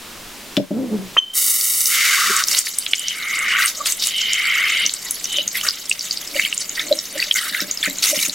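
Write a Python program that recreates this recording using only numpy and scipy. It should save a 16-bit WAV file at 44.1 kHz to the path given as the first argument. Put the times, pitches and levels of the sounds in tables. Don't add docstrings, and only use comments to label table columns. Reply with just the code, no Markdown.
import sys
import numpy as np
from scipy import signal
from scipy.fft import rfft, irfft
from scipy.io import wavfile
from scipy.ndimage import uniform_filter1d

SR = 44100
rng = np.random.default_rng(int(sys.argv[2]) if len(sys.argv) > 2 else 0)


def transcribe(signal):
    frames = np.atleast_2d(signal).T
    limited = np.clip(frames, -1, 1)
    pcm = np.round(limited * 32767).astype(np.int16)
    wavfile.write(sys.argv[1], SR, pcm)


N = 367794
TIME = np.arange(N) / SR
TAP_OPEN_S, CUPPED_S = 1.333, 5.15

# (frequency [Hz], relative level [dB], bandwidth [Hz])
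BASIN_MODES = [(185, -2, 26), (273, -4, 19.6), (384, -6, 77), (593, 0, 32)]


def from_db(db):
    return 10 ** (np.asarray(db) / 20)


def rms_one(x):
    return x / np.sqrt(np.mean(x ** 2) + 1e-20)


def drift(rate):
    knots = rng.standard_normal(N // 8)
    return rms_one(np.interp(TIME * rate, np.arange(len(knots)), knots))


def coloured(x, spectrum):
    hz, db = np.transpose(spectrum)
    bins_hz = np.fft.rfftfreq(N, 1 / SR)
    gain = from_db(np.interp(np.log1p(bins_hz), np.log1p(hz), db))
    return rms_one(irfft(rfft(x) * gain, N))


def filtered(x, hz, kind):
    return signal.sosfilt(signal.butter(3, hz, kind, fs=SR, output="sos"), x)


def resonance(x, hz, width_hz):
    r = np.exp(-np.pi * width_hz / SR)
    zeros = np.array([1, 0, -1]) * (1 - r * r) / 2
    poles = [1, -2 * r * np.cos(2 * np.pi * hz / SR), r * r]
    return signal.lfilter(zeros, poles, x + 1e-18)


def rung(x, hz, width_hz):
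    return rms_one(resonance(resonance(x, hz, width_hz), hz, width_hz))


def turning(hz):
    return 2 * np.pi * np.cumsum(hz) / SR


def drops(per_s, spread_db):
    born = np.flatnonzero(rng.random(N) < per_s / SR)
    sizes = from_db(spread_db * np.minimum(rng.exponential(1, len(born)), 4))
    signs = rng.choice([-1, 1], len(born))
    return rms_one(np.bincount(born, sizes * signs, N))


def add(out, s, sound):
    start = max(round(s * SR), 0)
    out[start:start + len(sound)] += sound[:max(N - start, 0)]


def late(x, delay_s):
    return np.interp(TIME - delay_s, TIME, x, left=0)


def evened(x):
    return x / np.sqrt(np.abs(uniform_filter1d(x ** 2, size=1600)) + 1e-9)


def hollow(x, gain, size=1):
    returned = late(uniform_filter1d(x, size), .00119)
    return (x - gain * returned) / np.sqrt(1 + gain ** 2)


def room_noise(foreground):
    # (frequency [Hz], relative spectral level [dB])
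    air_spectrum = [(30, -0.5), (90, -9.5), (220, -1), (900, -8), (3500, -7), (16000, -17)]
    level_db, duck_from_db, recovery_db_per_s = -36, -11, 16
    peak = np.abs(foreground).max(axis=0)
    over_db = 20 * np.log10(np.maximum(peak / from_db(duck_from_db), 1))
    recovery_db = recovery_db_per_s * TIME
    duck_db = np.maximum.accumulate(over_db + recovery_db) - recovery_db
    noise = rng.standard_normal(N) + 0.49 * rng.standard_normal(foreground.shape)
    return from_db(level_db - duck_db) * coloured(noise, air_spectrum)


def sprayer_and_hose(jitter=0.095, rub_db=1.02, clack_db=-10, clack_s=0.0038, lift_s=.568):
    # (time [s], relative level [dB])
    bumps = [(0.572, -14), (0.595, -17.5), (0.706, -20.5), (4.843, -38.5), (7.51, -42), (7.615, -32.5),
             (7.64, -39), (7.675, -39), (7.873, -27.5), (7.905, -39), (7.94, -42), (8.166, -31),
             (8.278, -35.5)]
    # (time [s], relative level [dB], mean pitch [Hz])
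    hose_pull = [(0.716, -26, 198.7), (.765, -17, 225), (0.837, -18, 274.3), (0.899, -27, 225),
                 (0.939, -14, 223), (0.969, -22.5, 197.3), (1.1, -55, 190)]
    knocks = np.zeros(N)
    for hz, level_db, width_hz in BASIN_MODES:
        clicks = np.zeros(N)
        for s, db in bumps:
            add(clicks, s + 0.00673 * rng.random(), from_db([db + level_db]))
        knocks += resonance(clicks, hz, width_hz) * SR / (np.pi * width_hz)
    s, db, hz = np.transpose(hose_pull)
    unsteady_hz = np.interp(TIME, s, hz) * np.exp(jitter * drift(200))
    slips = signal.sawtooth(turning(unsteady_hz), .72)
    rub = from_db(rub_db) * rng.standard_normal(N)
    groan = np.interp(TIME, s, from_db(db), left=0, right=0) * (slips + rub)
    clack = coloured(rng.standard_normal(N), [(900, -23), (3500, -8.5), (9000, -35.5)])
    clack *= (TIME > lift_s) * np.exp(-np.abs(TIME - lift_s) / clack_s)
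    return filtered(knocks + groan, [120, 620], "band") + from_db(clack_db) * clack


def tap():
    # (time [s], relative level [dB], mean pitch [Hz])
    squeak = [(1.164, -47, 1126), (1.167, -1.5, 1216), (1.174, -7, 3110), (1.188, 6.5, 3108),
              (1.2, -18, 3060), (1.27, -29, 3086), (1.35, -27, 3120), (1.38, -81.5, 3130)]
    s, db, hz = np.transpose(squeak)
    level_db, pitch_hz = np.interp(TIME, s, db), np.interp(TIME, s, hz)
    grabbing = np.maximum(1 - pitch_hz / 3050, 0)
    phase = turning(pitch_hz * np.exp((0.00856 + 0.6 * grabbing) * drift(2500)))
    stutter_depth = np.clip(-level_db / 35, 0, 1)
    stutter = 0.5 + stutter_depth * np.tanh(drift(129.3))
    level = from_db(level_db)
    octave = from_db(-26.5) * np.sqrt(level) * np.sin(2 * phase)
    return filtered(level * stutter * (np.sin(phase) + octave), 310, "high")


def on_hair(s):
    return np.interp(s, [1.88, 2.0], [0, 1])


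def stroke(s, length_s, attack_s, release_s):
    rise = np.clip((TIME - s) / attack_s, 0, 1)
    return rise * np.exp(-np.clip((TIME - s - length_s) / release_s, 0, 20))


def rinse():
    # (start [s], full [s], end [s], drumming level [dB],
    # first pitch [Hz], pitch at the end [Hz], singing of the air pocket relative to the froth [dB])
    passes = [(1.887, 1.91, 2.16, -20, 2480, 1860, 4.5), (2.047, 2.184, 2.41, -21.5, 1490, 1320, -10),
              (2.802, 3.09, 3.12, -26, 3320, 3240, 7), (2.94, 3.338, 3.5, -22, 2250, 1880, 4),
              (3.4, 3.52, 3.65, -17, 2230, 1910, -12), (3.979, 4.172, 4.4, -21, 3600, 2550, 6),
              (4.223, 4.475, 4.65, -18, 2700, 2100, 0), (4.6, 4.662, 4.855, -19, 2200, 2740, -0.5),
              (5.24, 5.347, 5.41, -21.5, 3450, 3340, 0.5)]
    # (time [s], length [s], drumming level [dB], first pitch [Hz], crackle level [dB])
    splashes = [(2.467, 0.13, -43, 2302, -21.5), (2.648, 0.037, -44, 2300, -28.5),
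                (3.586, 0.11, -40.5, 2040, -24.5), (3.853, 0.062, -38, 3500, -22),
                (4.011, 0.065, -32, 4200, -25), (5.543, 0.04, -25, 2180, -26.5),
                (5.629, 0.051, -27, 1520, -25), (6.343, 0.12, -24, 2420, -29.5),
                (6.769, 0.045, -25.5, 1930, -34), (7.172, 0.06, -24.5, 2200, -34),
                (7.347, 0.038, -21, 1790, -23.5), (7.406, 0.087, -29.5, 1720, -28),
                (7.521, 0.1, -25.5, 1840, -33), (7.83, 0.037, -20, 2000, -30),
                (8.021, 0.082, -26, 2550, -19), (8.141, 0.12, -28, 2450, -23.5)]
    jets_db, jets_fade_db_per_s = -16, 3
    jets_buried_s, burying_s = 2.395, 0.033
    wash_hiss_db, wash_drum_db, wash_hz = -32, -47, 2510
    pass_swell_db, pass_hiss_db = 20.5, -14
    attack_s, release_s = 0.0058, 0.018
    sag_octaves_per_s, splash_bare_db = 0.77, -3.5

    fade_db = jets_db - jets_fade_db_per_s * (TIME - TAP_OPEN_S)
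    jets = from_db(fade_db) * stroke(TAP_OPEN_S, jets_buried_s - TAP_OPEN_S, 0.033, burying_s)
    sizzle = jets * np.sqrt(1 - on_hair(TIME))
    rush = jets * np.sqrt(on_hair(TIME))
    crackle = from_db(wash_hiss_db) * on_hair(TIME)
    drums = [(from_db(wash_drum_db), wash_hz, 1)]
    for start, full, end, db, first_hz, last_hz, pocket_db in passes:
        swell_db = np.interp(TIME, [start, full], [-pass_swell_db, 0])
        gain = from_db(db + swell_db) * stroke(start, end - start, attack_s, release_s)
        glide_hz = np.interp(TIME, [start, end], [first_hz, last_hz])
        drums.append((gain, glide_hz, from_db(pocket_db)))
        crackle = np.hypot(crackle, gain * from_db(pass_hiss_db))
    for s, length_s, body_db, hz, hiss_db in splashes:
        gain = stroke(s, length_s, attack_s, release_s)
        sag = sag_octaves_per_s * np.clip(TIME - s, 0, length_s + release_s)
        drums.append((gain * from_db(body_db), hz * np.exp2(-sag), 0))
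        spray = gain * from_db(hiss_db)
        sizzle = np.hypot(sizzle, spray * from_db(splash_bare_db))
        crackle = np.hypot(crackle, spray)
    power = sum(np.square(gain) for gain, _, _ in drums)
    pitch_hz = sum(np.square(gain) * hz for gain, hz, _ in drums) / power
    pocket_gain = sum(np.square(gain) * pocket for gain, _, pocket in drums) / power
    return np.sqrt(power), pitch_hz, pocket_gain, sizzle, rush, crackle


def patchy(x, patchy_db=3, rate=70):
    out, rest = np.zeros(N), x
    for hz in np.geomspace(2800, 12000, num=6):
        out += filtered(rest, hz, "low") * from_db(patchy_db * drift(rate))
        rest = filtered(rest, hz, "high")
    return rms_one(out + rest * from_db(patchy_db * drift(rate)))


def hiss(sizzle_gain, rush_gain, crackle_gain):
    # (frequency [Hz], relative spectral level [dB])
    jets_spectrum = [(900, -24.5), (2100, -9.5), (2600, -12), (9000, 4), (16000, -2)]
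    rush_spectrum = [(900, -27), (1400, -2), (6500, -4), (16000, -15)]
    wet_spectrum = [(300, -25), (1000, -15.5), (3700, 8), (7200, 8), (10000, -3.5), (16000, -16.5)]
    bare = hollow(coloured(drops(per_s=13000, spread_db=4.3), jets_spectrum), gain=0.84, size=6)
    bare = bare * from_db(1.4 * drift(120))
    rush = coloured(drops(per_s=18000, spread_db=6), rush_spectrum) * from_db(drift(60))
    crackle = coloured(patchy(drops(per_s=6400, spread_db=2)), wet_spectrum)
    crackle = crackle * from_db(1.4 * drift(220))
    mix = sizzle_gain * rms_one(bare) + rush_gain * rush + crackle_gain * rms_one(crackle)
    return hollow(mix, gain=0.32)


def burst(hz, spread, length_s):
    t = np.arange(SR // 16) / SR
    period = int(np.ceil(SR / hz))
    wobble = rms_one(uniform_filter1d(rng.standard_normal(len(t)), period))
    return np.exp(-np.square(t / length_s - 2)) * np.sin(turning(hz * np.exp(spread * wobble)))


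def spits(hiss_gain, length_s=0.0015, splat_spread=0.17, chirp_spread=0.1, count=250):
    # (crest time [s], relative level [dB], mean pitch [Hz])
    gap_spits = [(1.612, -10.5, 5280), (1.807, -9.5, 7030), (1.858, -8, 5300), (1.87, -13, 5900),
                 (2.366, -5, 7370), (2.439, -6.5, 5610), (2.485, -7.5, 6100), (2.549, -7.5, 4700),
                 (2.59, -2, 7500), (2.671, -15, 2050), (2.787, -4.5, 8620), (2.865, -9.5, 3240),
                 (2.935, 0, 3060), (2.996, -13, 7500), (3.084, -8.5, 5830), (3.391, -13, 7750),
                 (3.66, -6, 9100), (3.86, -10, 3200), (3.87, -11.5, 4100), (3.923, -7, 7147),
                 (4.024, -10, 4040), (4.039, -9, 4680), (4.072, -8, 7620), (4.334, -6.5, 6580),
                 (4.864, -3.5, 6160), (4.895, -11, 4203), (4.939, -9.5, 8330), (5.11, -7, 10290),
                 (5.244, -11, 6200), (5.256, -13.5, 5680), (5.386, -7, 2920), (5.479, -7, 6600),
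                 (5.555, -9.5, 2120), (5.613, -12, 2970), (5.688, -3, 4670), (5.708, -11, 4840),
                 (5.897, -7.5, 8000), (5.915, -2.5, 2790), (5.994, -14.5, 5500), (6.01, -13, 4450),
                 (6.111, -7, 4720), (6.174, -12.5, 4630), (6.397, -1.5, 2270), (6.451, -6.5, 3000),
                 (6.528, -7.5, 2830), (6.579, -8.5, 7050), (6.695, -12.5, 6600), (6.778, -16.5, 1885),
                 (6.796, -8.5, 3520), (6.927, -5, 3840), (6.99, -9.5, 5600), (7.202, -9, 4560),
                 (7.227, -6, 2760), (7.313, 0, 2990), (7.342, -11, 6580), (7.549, -8, 1930),
                 (7.605, -12, 5400), (7.713, -7.5, 6650), (7.775, -13.5, 5260), (7.83, -6.5, 3580),
                 (7.986, -13, 6730), (8.04, -8, 4760), (8.049, -10, 5600), (8.191, -12, 2870),
                 (8.233, -10.5, 4020), (8.297, -11, 4400)]
    out = np.zeros(N)
    for s, db, hz in gap_spits:
        spread = chirp_spread if s > CUPPED_S else splat_spread
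        add(out, s - 2 * length_s, from_db(db) * burst(hz, spread, length_s))
    for when, size, pitch in rng.random((count, 3)):
        s = when * N / SR
        gain = min(np.interp(s, TIME, hiss_gain), from_db(-23)) * from_db(14.5 * np.square(size))
        add(out, s, gain * burst(3000 * 4.8 ** pitch, 0.016, length_s))
    return filtered(out, 1600, "high")


def drumming(pitch_hz, pocket_gain, free_width=0.5, cupped_width=0.26, pocket_width=0.31, overtone_db=-6):
    # (frequency [Hz], bandwidth [Hz], relative level [dB])
    pocket_modes = [(2139, 224, 0), (3036, 260, -1)]

    def share(hz, width):
        return np.exp(-np.square(np.log(hz / pitch_hz) / width))

    cupped = TIME > CUPPED_S
    width = np.where(cupped, cupped_width, free_width)
    per_s = np.where(cupped, 200, 450)
    froth = np.zeros(N)
    for hz in np.geomspace(1130, 4600, num=19):
        weight = share(hz, width) + cupped * from_db(overtone_db) * share(hz / 2, width)
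        froth += weight * rung(drops(per_s, spread_db=6.5), hz, hz / 11)
    pocket = np.zeros(N)
    for hz, width_hz, db in pocket_modes:
        pocket += from_db(db) * share(hz, pocket_width) * rung(rng.standard_normal(N), hz, width_hz)
    return evened(evened(hollow(froth, gain=0.32)) + pocket_gain * pocket)


def runoff(water_gain):
    steady_db, share_db, fall_s = -57.5, -28, 0.071
    patter = np.zeros(N)
    for hz, db, width_hz in BASIN_MODES:
        patter += from_db(db) * rms_one(resonance(drops(per_s=90, spread_db=5.5), hz, width_hz))
    fallen = from_db(share_db) * late(water_gain, fall_s) * (TIME > CUPPED_S)
    return (from_db(steady_db) * on_hair(TIME) + fallen) * rms_one(patter)


def water(drum_gain, pitch_hz, pocket_gain, sizzle_gain, rush_gain, crackle_gain):
    wetted = np.sqrt(on_hair(TIME))
    drums = wetted * drum_gain * drumming(pitch_hz, pocket_gain)
    return drums + hiss(sizzle_gain, rush_gain, crackle_gain) + runoff(drum_gain)


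def glugs(length_s=0.00748, gurgle_db=-29, gurgle_s=0.035):
    # (start of the throb [s], relative level [dB], pitch [Hz])
    air_pockets = [(2.298, -24, 400), (3.805, -19, 1178), (5.06, -31, 1960), (5.385, -25.5, 578.1),
                   (6.356, -20, 580), (6.912, -5.5, 583), (7.154, -24, 575), (8.129, -17.5, 590)]
    out = np.zeros(N)
    t = np.arange(-SR // 8, SR // 8) / SR
    for s, db, hz in air_pockets:
        throb = np.exp(-(t / length_s) ** 4) * np.sin(turning(np.full_like(t, hz)))
        churn = sum(rung(rng.standard_normal(len(t)), f, f / 4) for f in (hz, hz / 2))
        gurgle = from_db(gurgle_db) * np.sqrt(from_db(db)) * churn * np.exp(-np.abs(t) / gurgle_s)
        add(out, s + length_s + t.min(), from_db(db) * throb + gurgle)
    return out


def salon(x, t60=0.2, wet_db=-16, bright_db=-11):
    # (delay [s], gain)
    bowl_echoes = [(.0031, 0.076), (.0095, 0.22)]
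    near = x + sum(gain * late(x, delay) for delay, gain in bowl_echoes)
    t = np.arange(int(t60 * SR)) / SR
    tails = rng.standard_normal((2, len(t))) * from_db(-60 * t / t60)
    wet = np.array([signal.fftconvolve(x, tail / np.linalg.norm(tail))[:N] for tail in tails])
    return near + from_db(wet_db) * wet + from_db(bright_db) * filtered(wet, 3900, "high")


def scene():
    flow = rinse()
    crackle_gain = flow[-1]
    middle, sides = water(*flow), water(*flow)
    basin = salon(middle + spits(crackle_gain) + glugs() + tap())
    scatter = from_db(-13.5) * np.array([sides, -sides])
    hose = salon(sprayer_and_hose(), wet_db=-9.5) * from_db([[1], [-1]])
    foreground = basin + scatter + hose
    return foreground + room_noise(foreground)


def record(dry):
    rounded = np.cbrt(np.tanh(dry ** 3))
    return signal.sosfilt(signal.ellip(10, .2, 70, 15900, fs=SR, output="sos"), rounded)


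dry = scene()
out = record(dry)
transcribe(out)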